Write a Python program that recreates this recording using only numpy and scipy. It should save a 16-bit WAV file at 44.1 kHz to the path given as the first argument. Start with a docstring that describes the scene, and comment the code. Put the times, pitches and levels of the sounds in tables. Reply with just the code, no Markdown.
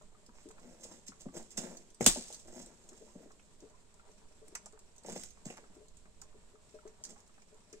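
"""Someone gathers sticks beside a small fire in a snowy pine wood, heard by a phone's two microphones.
Sticks tap and scrape, twigs click, and one dry branch cracks: short bursts of pulses, coloured by filters.
Boots crunch in the snow: swelling clusters of tiny slips. Dull thuds are soft pitched pushes. A jacket rubs.
Melting snow drips as tones that climb in pitch over a ringing hollow; embers tick as sparse filtered pulses.
Filtered noise makes a quiet hiss and a slight wind, and random echoes make the trees around."""
import sys
import numpy as np
from scipy import signal
from scipy.fft import rfft, irfft
from scipy.io import wavfile

SR = 44100
rng = np.random.default_rng(int(sys.argv[2]) if len(sys.argv) > 2 else 0)


def dump_mix(stems):
    """Bounce the given channels to the path in sys.argv[1] as a 16-bit WAV at rate SR."""
    frames = np.atleast_2d(stems).T  # one column per channel
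    limited = np.clip(frames, -1, 1)  # hard clip at full scale
    pcm = np.round(limited * 32767).astype(np.int16)
    wavfile.write(sys.argv[1], SR, pcm)


N = 343980
TIME = np.arange(N) / SR  # seconds

# Levels in the tables and settings are those before tone filters, echoes and microphones.
# quiet hiss and slight wind, tone of each: (frequency [Hz], level [dB])
HISS_TONE = [(40, -29), (207, -11), (309, -20.5), (420, -15.5), (691, -29), (1030, -28), (1400, -29.5),
             (4040, -27.5), (6000, -31), (7680, -20), (9100, -30), (9700, -40), (12600, -41.5),
             (13300, -69.5)]
WIND_TONE = [(8, -2.5), (25, -17.5), (70, -20), (150, -31.5), (600, -54), (3000, -93.5)]
HISS_DB, WIND_DB = -67.5, -61

# embers: ticks per second and their middle level
EMBER_RATE, EMBER_DB = 24, -57
# jacket: level, middle pitch, and how far the rubbing swings
JACKET_DB, JACKET_HZ, JACKET_SWING_DB = -73, 650, 5

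# the loudest drips of melting snow: (time [s], level [dB], starting pitch [Hz], decay [ms])
DRIPS = [(0.011, -56, 610, 13), (0.455, -45, 266, 27.6), (2.916, -52, 312, 18), (3.01, -54, 402, 27),
         (3.076, -55, 905, 13), (3.255, -50, 297, 16.7), (3.622, -49, 313, 26.7), (3.735, -62, 966, 20),
         (4.08, -61.5, 392, 37), (4.416, -55, 398, 18), (4.485, -54.5, 306, 14), (4.524, -54, 341, 9),
         (4.66, -57, 610, 12.5), (4.729, -57.5, 394, 18), (5.761, -51.5, 290, 28), (5.813, -53.5, 383, 6.9),
         (6.343, -53, 323, 11), (6.538, -58.5, 390, 11.4), (6.74, -48, 393, 14), (6.829, -56.5, 906, 15.4),
         (6.853, -46, 373, 10.5), (6.892, -57.5, 392, 12), (7.115, -57, 389.7, 10.7),
         (7.158, -55.5, 772, 16), (7.524, -55.5, 386, 9.7), (7.726, -46.5, 314, 18)]
# tones that ring in the hollow under the drips: (pitch [Hz], level [dB], time to fade by 60 dB [s])
HOLLOW_TONES = [(198, -6.5, .2), (428.3, 0.5, 0.1), (611, 2, .1), (1020.5, -1, 0.09)]
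DRIP_RISE_MS, DRIP_CLIMB_HZ_PER_S, DRIP_SPLASH_DB = 2, 4000, -7
# the fainter drops: least level and its range, lowest pitch and its range
DROP_DB, DROP_RANGE_DB, DROP_LOW_HZ, DROP_RANGE_HZ = -66.5, 4.5, 316, 756

# sticks tap against each other: (time [s], level [dB], pitch [Hz])
STICK_TAPS = [(.012, -58, 1050), (0.146, -61, 1224), (.292, -57, 1000), (0.505, -50.5, 1040),
              (.581, -50, 1060), (1.12, -50, 1053), (1.285, -54, 1150), (2.927, -58.5, 1100),
              (3.305, -55, 1090), (3.996, -56.5, 1367), (4.733, -59, 1115), (4.775, -55.5, 1080),
              (5.373, -57.5, 1115), (5.639, -57.5, 1201), (6.056, -53.5, 1105), (6.22, -51, 1076),
              (6.327, -63, 1094), (6.555, -57.5, 1175), (6.787, -56, 1336), (6.865, -59, 1057),
              (7.161, -56, 1100), (7.294, -62, 1140), (7.379, -54.5, 996), (7.734, -52.5, 1690)]
# chatter of the contact, time for the stick's ring to fade by 60 dB, its level, and the broad knock under it
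TAP_CONTACT_MS, TAP_T60_S, TAP_RING_DB, TAP_KNOCK_DB = 5, .04, 0, -3

# the loudest twigs: (time [s], level [dB], woody part against it [dB], left minus right [dB])
TWIG_CLICKS = [(0.2633, -50.5, -24, 3), (0.487, -49.5, -30, 2), (.511, -49.5, -15, 10),
               (0.84, -40.5, -18, -6), (1.0815, -41, -20, 11), (1.208, -50, -29, -3),
               (1.426, -49.5, -20, 0), (1.506, -47.5, -33, -3), (1.571, -37, -14, -2), (1.577, -41, -15, 6),
               (1.77, -43.5, -14, 1), (1.903, -53, -20, 4), (1.945, -49.5, -24, 2), (2.0085, -34.5, 0, 3),
               (2.043, -28.5, -23, -9), (2.075, -20, -9, 2), (2.093, -35, -12.5, 1), (2.326, -40, -24, 7),
               (2.3335, -42, -22, -1), (2.345, -40, -24.5, -11), (2.3984, -50, -17, 3),
               (2.536, -57, -22, 3), (2.6602, -49, -32, 3.5), (2.8891, -46, -27, 7.5),
               (3.318, -55.5, -24, 4), (3.396, -65, 8.5, -5.5), (3.604, -55, -22.5, 1),
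               (4.116, -61, -17, -4), (4.4808, -47, -16, -2), (4.5509, -32, -12, -1),
               (4.5536, -36, -6.5, -3.5), (4.6587, -42, -9, 3), (4.791, -50, -6, -2.5),
               (4.963, -55, -23, 3), (4.981, -51, -18, 3), (5.035, -53, -15, -1), (5.176, -45.5, -12, 2.5),
               (5.235, -35, -15.5, 4), (5.26, -51, -18, 0), (5.305, -48, -24, -4), (5.455, -41, -13, -13),
               (5.502, -50.5, 7.5, -9), (5.57, -51, -5, 7), (5.883, -54, -29, -9), (5.9698, -52, -30, -10),
               (6.216, -43, -15, -4), (6.8756, -50.5, -8, -12), (7.0382, -37.5, -28, 8),
               (7.051, -40, -16, -13), (7.203, -54.5, -11, 0), (7.42, -54.5, -4.5, -4),
               (7.728, -44.5, -21, 10)]
# bright and woody tone of small breaks: (frequency [Hz], level [dB])
TWIG_TONE = [(500, -30.5), (3500, -11.5), (5600, -4), (7800, -4), (9000, -9), (9800, -16), (15000, -26.5)]
WOODY_TONE = [(150, -4), (700, -3), (1800, -4), (2600, 2), (4000, -20.5), (7000, -20), (15000, -53.5)]
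# thin twigs break alike: pitch, its relative scatter, decay
TWIG_HZ, TWIG_SPREAD, TWIG_MS = 7263, 0.033, 4
# the fainter twigs: top level, range below it, woody part, widest pan
FAINT_TWIG_DB, FAINT_RANGE_DB, FAINT_WOOD_DB, FAINT_PAN_DB = -55.5, 8, -15, -2
TWIG_ECHO_T60_S = .11  # the near echoes of a twig die quickly

# dull thuds and the low body of the louder cracks: (time [s], level [dB], pitch [Hz])
DULL_THUDS = [(0.286, -49, 280), (0.851, -48.5, 453), (1.089, -50, 204), (1.2567, -37, 450),
              (1.263, -38.5, 216), (1.352, -44, 431), (1.398, -43.5, 585), (1.586, -46, 187),
              (1.59, -35, 474), (1.657, -52, 422), (1.748, -54, 347.4), (2.009, -25, 514),
              (2.016, -39, 101), (2.064, -23.5, 375), (2.066, -24.5, 230), (2.063, -37.5, 35.8),
              (2.16, -35, 556), (2.173, -39.5, 300), (2.303, -44.5, 610), (2.485, -46.5, 524),
              (2.59, -50, 202), (3.02, -52, 402), (3.154, -46, 420), (3.157, -44, 231),
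              (3.205, -47.5, 330.5), (3.259, -50, 365), (3.629, -50.5, 369), (4.553, -33, 1500),
              (4.661, -45.5, 900), (5.049, -39.5, 516), (5.085, -37, 616), (5.092, -45.5, 170),
              (5.104, -56, 890), (5.161, -35, 570), (5.457, -37.5, 431), (5.461, -40, 185),
              (5.485, -56, 521), (5.504, -41, 509), (5.573, -46, 1000), (5.586, -47, 400),
              (5.632, -56, 397), (5.697, -52.5, 252)]
# decay at that pitch; deeper thuds crumble longer, by this power
CRUMBLE_MS, CRUMBLE_HZ, CRUMBLE_POWER = 15, 245.5, 0.553

# weight comes down on the snow at once: (time [s], level [dB])
BOOT_STAMPS = [(1.58, -42), (2.01, -34.5), (2.166, -46.5), (5.159, -48), (5.456, -49), (5.504, -52)]
# boots and sticks slide through snow: (time of the height [s], length [s], packing [dB], crust [dB])
SNOW_SCUFFS = [(0.395, 0.13, -72, -70.5), (0.692, 0.18, -53.5, -69.5), (0.838, 0.057, -57, -56.5),
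               (0.922, 0.099, -54.5, -61), (1.075, 0.017, -68, -52), (1.215, 0.03, -58.5, -56),
               (1.375, 0.067, -43.5, -53), (1.516, 0.027, -78, -59), (1.58, 0.01, -55, -34),
               (1.656, 0.15, -43, -58), (2.021, 0.028, -50, -51), (2.327, 0.11, -61, -56.5),
               (2.491, 0.063, -52.5, -64), (2.594, 0.13, -49.5, -59.5), (3.031, 0.72, -65.5, -72),
               (3.228, 0.089, -56.5, -77), (5.109, 0.098, -46, -54), (5.215, 0.084, -71.5, -53),
               (7.098, 0.095, -58.5, -61.5)]
# tone of the icy crust and of the packing snow below: (frequency [Hz], level [dB])
CRUST_TONE = [(200, -22), (1000, -14), (2200, -13.5), (3100, -11.5), (4500, -12), (6000, -5.5), (7600, 0.5),
              (8900, -8.5), (9700, -13), (15500, -28)]
PACKING_TONE = [(40, -15.5), (110, -20), (190, 0.5), (400, -1), (600, -5), (800, -7), (1100, -20.5),
                (2000, -16.5), (4000, -36.5)]
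SCUFF_RISE_SHARE = 0.5  # of the length; the rest is the fall
STAMP_RISE_S, STAMP_FALL_S, STAMP_CRUST_DB = .004, 0.032, -5

# sticks scrape over each other: (time of the height [s], length [s], level [dB])
STICK_SCRAPES = [(0.397, 0.058, -60.5), (0.635, 0.034, -60.5), (0.932, 0.033, -64), (1.362, 0.05, -67.5),
                 (1.644, 0.11, -58.5), (5.054, 0.021, -55), (5.093, .07, -54), (5.163, .02, -54),
                 (5.203, 0.045, -62), (5.483, 0.027, -53.5), (5.552, 0.078, -59), (5.576, .016, -50),
                 (5.586, 0.026, -55), (7.205, 0.13, -72.5)]
# tone of bark on bark: (frequency [Hz], level [dB])
SCRAPE_TONE = [(200, -17), (500, -3.5), (1100, -2), (1600, -11), (2300, -2.5), (3000, -13), (6000, -17.5),
               (10000, -31.5), (15000, -44.5)]
SCRAPE_SLIPS_PER_S, SCRAPE_SPREAD_DB = 610, 5

# tone of the breaking branch: (frequency [Hz], level [dB])
BRANCH_TONE = [(60, -19.5), (120, -18.5), (200, -10), (600, -10.5), (1300, -12), (2500, -14.5), (3500, -5),
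               (4400, -11.5), (5500, -6.5), (7200, -1), (8400, 2.5), (9500, -13.5), (12600, -15.5),
               (15500, -24.5)]
# narrow bright tones that colour the crack as it fades: (pitch [Hz], level [dB], time to fade by 60 dB [s])
BRIGHT_TONES = [(2966, -8, .25), (3400, -5, .3), (6255, -3, .14), (6850, 0, .2), (7430, -1, .2),
                (8050, 2, .25), (8705, -2, .13)]
BRANCH_S, BRANCH_DB, SPLINTER_DB, BRIGHT_TONES_DB = 2.0631, -3, -16.5, -7.5
# bits of bark fly off the break
DEBRIS_PER_S, DEBRIS_SPREAD_DB = 300, 3.5
DEBRIS_DB, DEBRIS_RISE_S, DEBRIS_FALL_S = -34, .004, .075

# the two microphones differ: (frequency [Hz], left minus right [dB])
MIC_BALANCE = [(40, -7), (130, 9.5), (300, 7), (550, 6.5), (1000, 3.5), (2000, 1.5), (3500, 0.5),
               (6000, -6), (8000, -1.5), (12000, -0.5)]
TOP_HZ = 15700  # the microphones pass nothing much above this


def undb(db):
    """Turn decibels into a gain."""
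    return 10 ** (np.asarray(db) / 20)


def unit(x):
    """Scale to an average (rms) level of 1."""
    return x / np.sqrt(np.mean(x ** 2))


def add(track, s, sound):
    """Mix a sound into a track at time s."""
    i = int(s * SR)
    track[..., i:i + sound.shape[-1]] += sound[..., :N - i]


def sides(pan_db):
    """Gains for left and right that differ by pan_db."""
    return undb(np.array([[pan_db], [-pan_db]]) / 2)


def points_to_db(points, size):
    """Join (Hz, dB) points by straight lines over the logarithm of frequency."""
    hz, db = np.transpose(points)
    return np.interp(np.log(np.fft.rfftfreq(size, 1 / SR) + 1), np.log(hz), db)


def colour(x, tone, size=4096):
    """Filter through (Hz, dB) points, keeping the power of white noise."""
    gain = undb(points_to_db(tone, size))
    # folding the cepstrum forward lets the filter answer only after its input
    cepstrum = irfft(np.log(gain))
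    cepstrum[1:size // 2] *= 2
    cepstrum[size // 2 + 1:] = 0
    response = irfft(np.exp(rfft(cepstrum)))
    response /= np.linalg.norm(response)
    return signal.oaconvolve(x, response[None], axes=1)[:, :x.shape[1]]


def band(x, hz, ratio, order=2):
    """Keep the pitches from hz / ratio to hz * ratio."""
    edges = [hz / ratio, min(hz * ratio, SR / 2 - 1)]
    return signal.sosfilt(signal.butter(order, edges, "band", fs=SR, output="sos"), x)


def walk(rate):
    """Wander at random around zero, with this many random values a second joined by lines."""
    knots = rng.standard_normal(int(N / SR * rate) + 2)
    return np.interp(TIME * rate, np.arange(len(knots)), knots)


def grains(rate, spread_db, size):
    """Tiny fractures: single pulses at random moments, of very unequal strength."""
    hit = rng.random(size) < rate / SR
    strength = np.clip(rng.standard_normal(size), -2, 2)
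    return hit * undb(spread_db * strength) * rng.choice([-1, 1], size)


def scattered(count, size):
    """Rows of a random moment in each equal slice of time, then further chances from 0 to 1."""
    rows = rng.random((count, size))
    rows[:, 0] = (np.arange(count) + rows[:, 0]) * N / SR / count
    return rows


def swell(s, rise, fall):
    """Pressure builds until time s, then dies away."""
    return np.exp(-(np.minimum(TIME - s, 0) / rise) ** 2 - np.maximum(TIME - s, 0) / fall)


def ring(x, modes):
    """Let x strike decaying tones; each has its dB as gain at its own pitch."""
    total = 0
    for hz, db, t60 in modes:
        pole = np.exp((2j * np.pi * hz - np.log(1000) / t60) / SR)
        total = total + 2 * (1 - abs(pole)) * undb(db) * signal.lfilter([1], [1, -pole], x).real
    return total


def diffuse(pair, alike_hz=650):
    """Sound from all around: the same bass at both microphones, unrelated treble."""
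    alike = 1 / (1 + (np.fft.rfftfreq(pair.shape[1], 1 / SR) / alike_hz) ** 2)
    mid, side = rfft(pair) * np.sqrt([1 + alike, 1 - alike])
    return irfft(np.array([mid + side, mid - side]), pair.shape[1]) / np.sqrt(2)


def ports(x, pan_db=0, scatter_db=-4, count=6, size=256):
    """Sound from one side reaches the left microphone count samples late; the ground scatters it briefly."""
    response = diffuse(rng.standard_normal((2, size)) * np.exp(-TIME[:size] / 0.0006))
    phase = np.exp(1j * np.angle(rfft(response, 2 * size)))  # smears without adding its own tone
    treble = 1 - np.exp(-np.fft.rfftfreq(2 * size, 1 / SR) / 2500)  # bass is scattered less
    response = undb(scatter_db) * irfft(phase * treble)[:, :size]
    response[0, count] += undb(pan_db / 2)
    response[1, 0] += undb(-pan_db / 2)
    response *= np.sqrt(2) / np.linalg.norm(response)
    return signal.oaconvolve(x[None], response, axes=1)[:, :len(x)]


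def forest(x, wet_db, near_t60=0.064, far_t60=0.57, far_db=-14):
    """Add the echoes of ground and near trunks, then a thin tail from the far trees."""
    t = TIME[:SR]
    fade = undb(-60 * t / near_t60) + undb(far_db - 60 * t / far_t60)
    onset = 1 - np.exp(-t / 0.0003)
    echoes = diffuse(np.array([grains(3000, 4.8, SR) for _ in x]) * fade * onset)
    # snow and needles swallow the top
    echoes = signal.sosfilt(signal.butter(3, 9500, fs=SR, output="sos"), echoes)
    echoes /= np.linalg.norm(echoes, axis=1, keepdims=True)
    return x + undb(wet_db) * signal.fftconvolve(x, echoes, axes=1)[:, :N]


def fracture(ms, size=2048):
    """Fibres part in a quick, dying run of pulses."""
    fade = np.exp(-TIME[:size] * 1000 / ms)
    run = grains(20000, 4.8, size) * fade
    return run * np.linalg.norm(fade) / np.linalg.norm(run)


def blow(hz, ms, ratio, crumble_db=-4, size=8192):
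    """A soft push around one pitch, with peak 1, and crumbling at crumble_db."""
    sources = np.array([signal.unit_impulse(size), fracture(ms, size)])
    push, crumble = band(sources, hz, ratio, order=3)
    return push / np.abs(push).max() + undb(crumble_db) * crumble / np.abs(crumble).max()


def air(pan_db=-1.0):
    """Quiet hiss that stirs a little, over the surging rumble of a light wind."""
    hiss = colour(diffuse(rng.standard_normal((2, N)), alike_hz=439.4), HISS_TONE) * sides(pan_db)
    rumble = colour(diffuse(rng.standard_normal((2, N)), alike_hz=44.94), WIND_TONE)
    stir = undb(1.6 * walk(26))
    surge = undb(2 * walk(3.0))
    return undb(HISS_DB) * unit(hiss * stir) + undb(WIND_DB) * unit(rumble * surge)


def embers():
    """The fire ticks faintly: sparse pulses with a bright and a woody tone."""
    ticks = ports(grains(EMBER_RATE, 4, N) * undb(EMBER_DB), scatter_db=-3)
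    return forest(colour(ticks, TWIG_TONE) + undb(-2.5) * colour(ticks, WOODY_TONE), wet_db=6)


def jacket():
    """Heavy cloth folds and rubs softly, now more and now less."""
    folds = band(unit(grains(900, 4, N)), JACKET_HZ, ratio=1.9)
    folds = folds * undb(JACKET_SWING_DB * walk(14))
    return forest(ports(undb(JACKET_DB) * unit(folds)), wet_db=-8.5)


def drip(hz, ms, size=8192):
    """A small wet splash, and a bubble whose pitch climbs as it fades."""
    t = TIME[:size]
    fade = (1 - np.exp(-t * 1000 / DRIP_RISE_MS)) * np.exp(-t * 1000 / ms)
    phase = 2 * np.pi * np.cumsum(hz + DRIP_CLIMB_HZ_PER_S * t) / SR
    bubble = np.sin(phase) * fade / fade.max()
    return bubble + undb(DRIP_SPLASH_DB) * blow(hz, ms, ratio=1.67, crumble_db=8, size=size)


def thaw(count=110):
    """Meltwater drips into a hollow that rings briefly; fainter, duller drops fall between."""
    drops = np.zeros(N)
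    for s, db, hz, ms in DRIPS:
        add(drops, s, undb(db) * drip(hz, ms))
    for s, size, pitch in scattered(count, size=3):
        # squaring the chances makes most of them small and low
        hz = DROP_LOW_HZ + DROP_RANGE_HZ * pitch ** 2
        level = undb(DROP_DB + DROP_RANGE_DB * size ** 2)
        add(drops, s, level * blow(hz, ms=36, ratio=2.8, crumble_db=4.5))
    finest = undb(-63) * grains(600, 3.5, N) * undb(2.5 * walk(9))  # these keep the hollow sounding
    sound = undb(-8.5) * drops + undb(1) * ring(drops + finest, HOLLOW_TONES)
    # it lies on the other side of the phone, so the microphones swap
    return forest(ports(sound, pan_db=2.2, count=7)[::-1], wet_db=-7.5)


def taps():
    """Damp sticks touch: a soft knock whose chatter rings the stick for a moment."""
    out = np.zeros(N)
    for s, db, hz in STICK_TAPS:
        tone = ring(fracture(TAP_CONTACT_MS, size=4096), [(hz, 0, TAP_T60_S)])
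        tone = undb(TAP_RING_DB) * tone / np.abs(tone).max()
        knock = undb(TAP_KNOCK_DB) * blow(hz, TAP_CONTACT_MS, ratio=1.6, crumble_db=3, size=4096)
        add(out, s, undb(db) * (tone + knock))
    return forest(ports(out, pan_db=-0.5, count=6), wet_db=-7.5)


def twigs(count=16):
    """Small bright breaks, with more or less wood in their tone; fainter ones fall at random between."""
    tip, wood = np.zeros((2, 2, N))
    faint = [(s, FAINT_TWIG_DB - FAINT_RANGE_DB * weak, FAINT_WOOD_DB, FAINT_PAN_DB * (2 * side - 1))
             for s, weak, side in scattered(count, size=3)]
    for s, db, wood_db, pan_db in TWIG_CLICKS + faint:
        lag = rng.integers(3, 8)  # samples between the microphones
        hz = TWIG_HZ * np.exp(TWIG_SPREAD * rng.standard_normal())
        click = ports(fracture(TWIG_MS), pan_db, scatter_db=5.0, count=lag) * undb(db)
        add(tip, s, undb(4.5) * click + band(click, hz, ratio=1.2))
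        add(wood, s, click * undb(wood_db))
    sound = undb(-7.5) * colour(tip, TWIG_TONE) + undb(1.0) * colour(wood, WOODY_TONE)
    return forest(sound, wet_db=-7.0, near_t60=TWIG_ECHO_T60_S, far_db=-22.5)


def thuds():
    """Dull thuds and the low body of the louder cracks; the deeper they are, the longer they crumble."""
    out = np.zeros(N)
    for s, db, hz in DULL_THUDS:
        ms = CRUMBLE_MS * (CRUMBLE_HZ / hz) ** CRUMBLE_POWER
        add(out, s, undb(db) * blow(hz, ms, ratio=1.46))
    return forest(ports(out, pan_db=-5.0, count=7), wet_db=-12.0)


def boots():
    """The icy crust crackles while the snow under it packs in coarser slips; stamps start fast, scuffs swell."""
    packing, crust = np.zeros((2, N))  # power over time
    stamps = [(s, STAMP_RISE_S, STAMP_FALL_S, db, db + STAMP_CRUST_DB) for s, db in BOOT_STAMPS]
    scuffs = [(s, SCUFF_RISE_SHARE * length, (1 - SCUFF_RISE_SHARE) * length, *levels)
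              for s, length, *levels in SNOW_SCUFFS]
    for s, rise, fall, packing_db, crust_db in stamps + scuffs:
        weight = swell(s, rise, fall)
        packing += (weight * undb(packing_db)) ** 2
        crust += (weight * undb(crust_db)) ** 2
    jerks = undb(2.2 * walk(160))  # the snow yields in fits and starts
    coarse = unit(grains(900, 6, N) * jerks)
    slips = colour(ports(coarse * np.sqrt(packing), pan_db=-2.5), PACKING_TONE)
    fine = unit(grains(1300, 6, N) * jerks)
    crackle = colour(ports(fine * np.sqrt(crust), scatter_db=-7.0), CRUST_TONE)
    return forest(undb(-4.5) * slips, wet_db=-7.5) + forest(undb(0.5) * crackle, wet_db=-1.0)


def scrapes():
    """Bark catches and slips on bark, in short clusters."""
    power = sum((undb(db) * swell(s, length / 2, length / 2)) ** 2 for s, length, db in STICK_SCRAPES)
    slips = unit(grains(SCRAPE_SLIPS_PER_S, SCRAPE_SPREAD_DB, N) * undb(3 * walk(150)))
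    return forest(colour(ports(slips * np.sqrt(power), pan_db=-3.5), SCRAPE_TONE), wet_db=-9.5)


def branch(pan_db=4):
    """The dry branch gives way all at once; bright tones colour its fade, and splinters tear on for a moment."""
    crack = np.zeros((2, N))
    add(crack, BRANCH_S, undb(BRANCH_DB) * ports(fracture(ms=1.1), scatter_db=1.5, count=5))
    splinters = diffuse(np.array([fracture(ms=22.0, size=8192) for _ in crack]))
    add(crack, BRANCH_S, undb(SPLINTER_DB) * splinters)
    crack = crack + undb(BRIGHT_TONES_DB) * ring(crack, BRIGHT_TONES)
    sound = forest(colour(crack, BRANCH_TONE), wet_db=-14, near_t60=0.14, far_t60=0.8, far_db=-12.5)
    treble = signal.sosfilt(signal.butter(1, 3500, "high", fs=SR, output="sos"), sound)
    return sound + (sides(pan_db) - 1) * treble  # the phone's body shades only the treble


def debris():
    """Splinters and bits of bark snap off one by one around the break, then ever weaker."""
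    bits = unit(grains(DEBRIS_PER_S, DEBRIS_SPREAD_DB, N))
    bits = bits * swell(BRANCH_S, DEBRIS_RISE_S, DEBRIS_FALL_S)
    return forest(undb(DEBRIS_DB) * colour(ports(bits, scatter_db=0), TWIG_TONE), wet_db=-9)


def scene():
    """Everything in the clearing, added together."""
    sticks = branch() + debris() + twigs() + taps() + scrapes()
    moves = boots() + jacket() + thuds()
    background = thaw() + embers() + air()
    return sticks + moves + background


def record(dry):
    """The phone's two microphones differ in tone; the sound clips at full scale and loses its top."""
    balance_db = points_to_db(MIC_BALANCE, N)
    heard = irfft(rfft(dry) * undb(np.array([balance_db, -balance_db]) / 2), N)
    top_cut = signal.ellip(8, .2, 70, TOP_HZ, fs=SR, output="sos")
    return signal.sosfilt(top_cut, np.clip(heard, -1, 1))


dry = scene()
out = record(dry)
dump_mix(out)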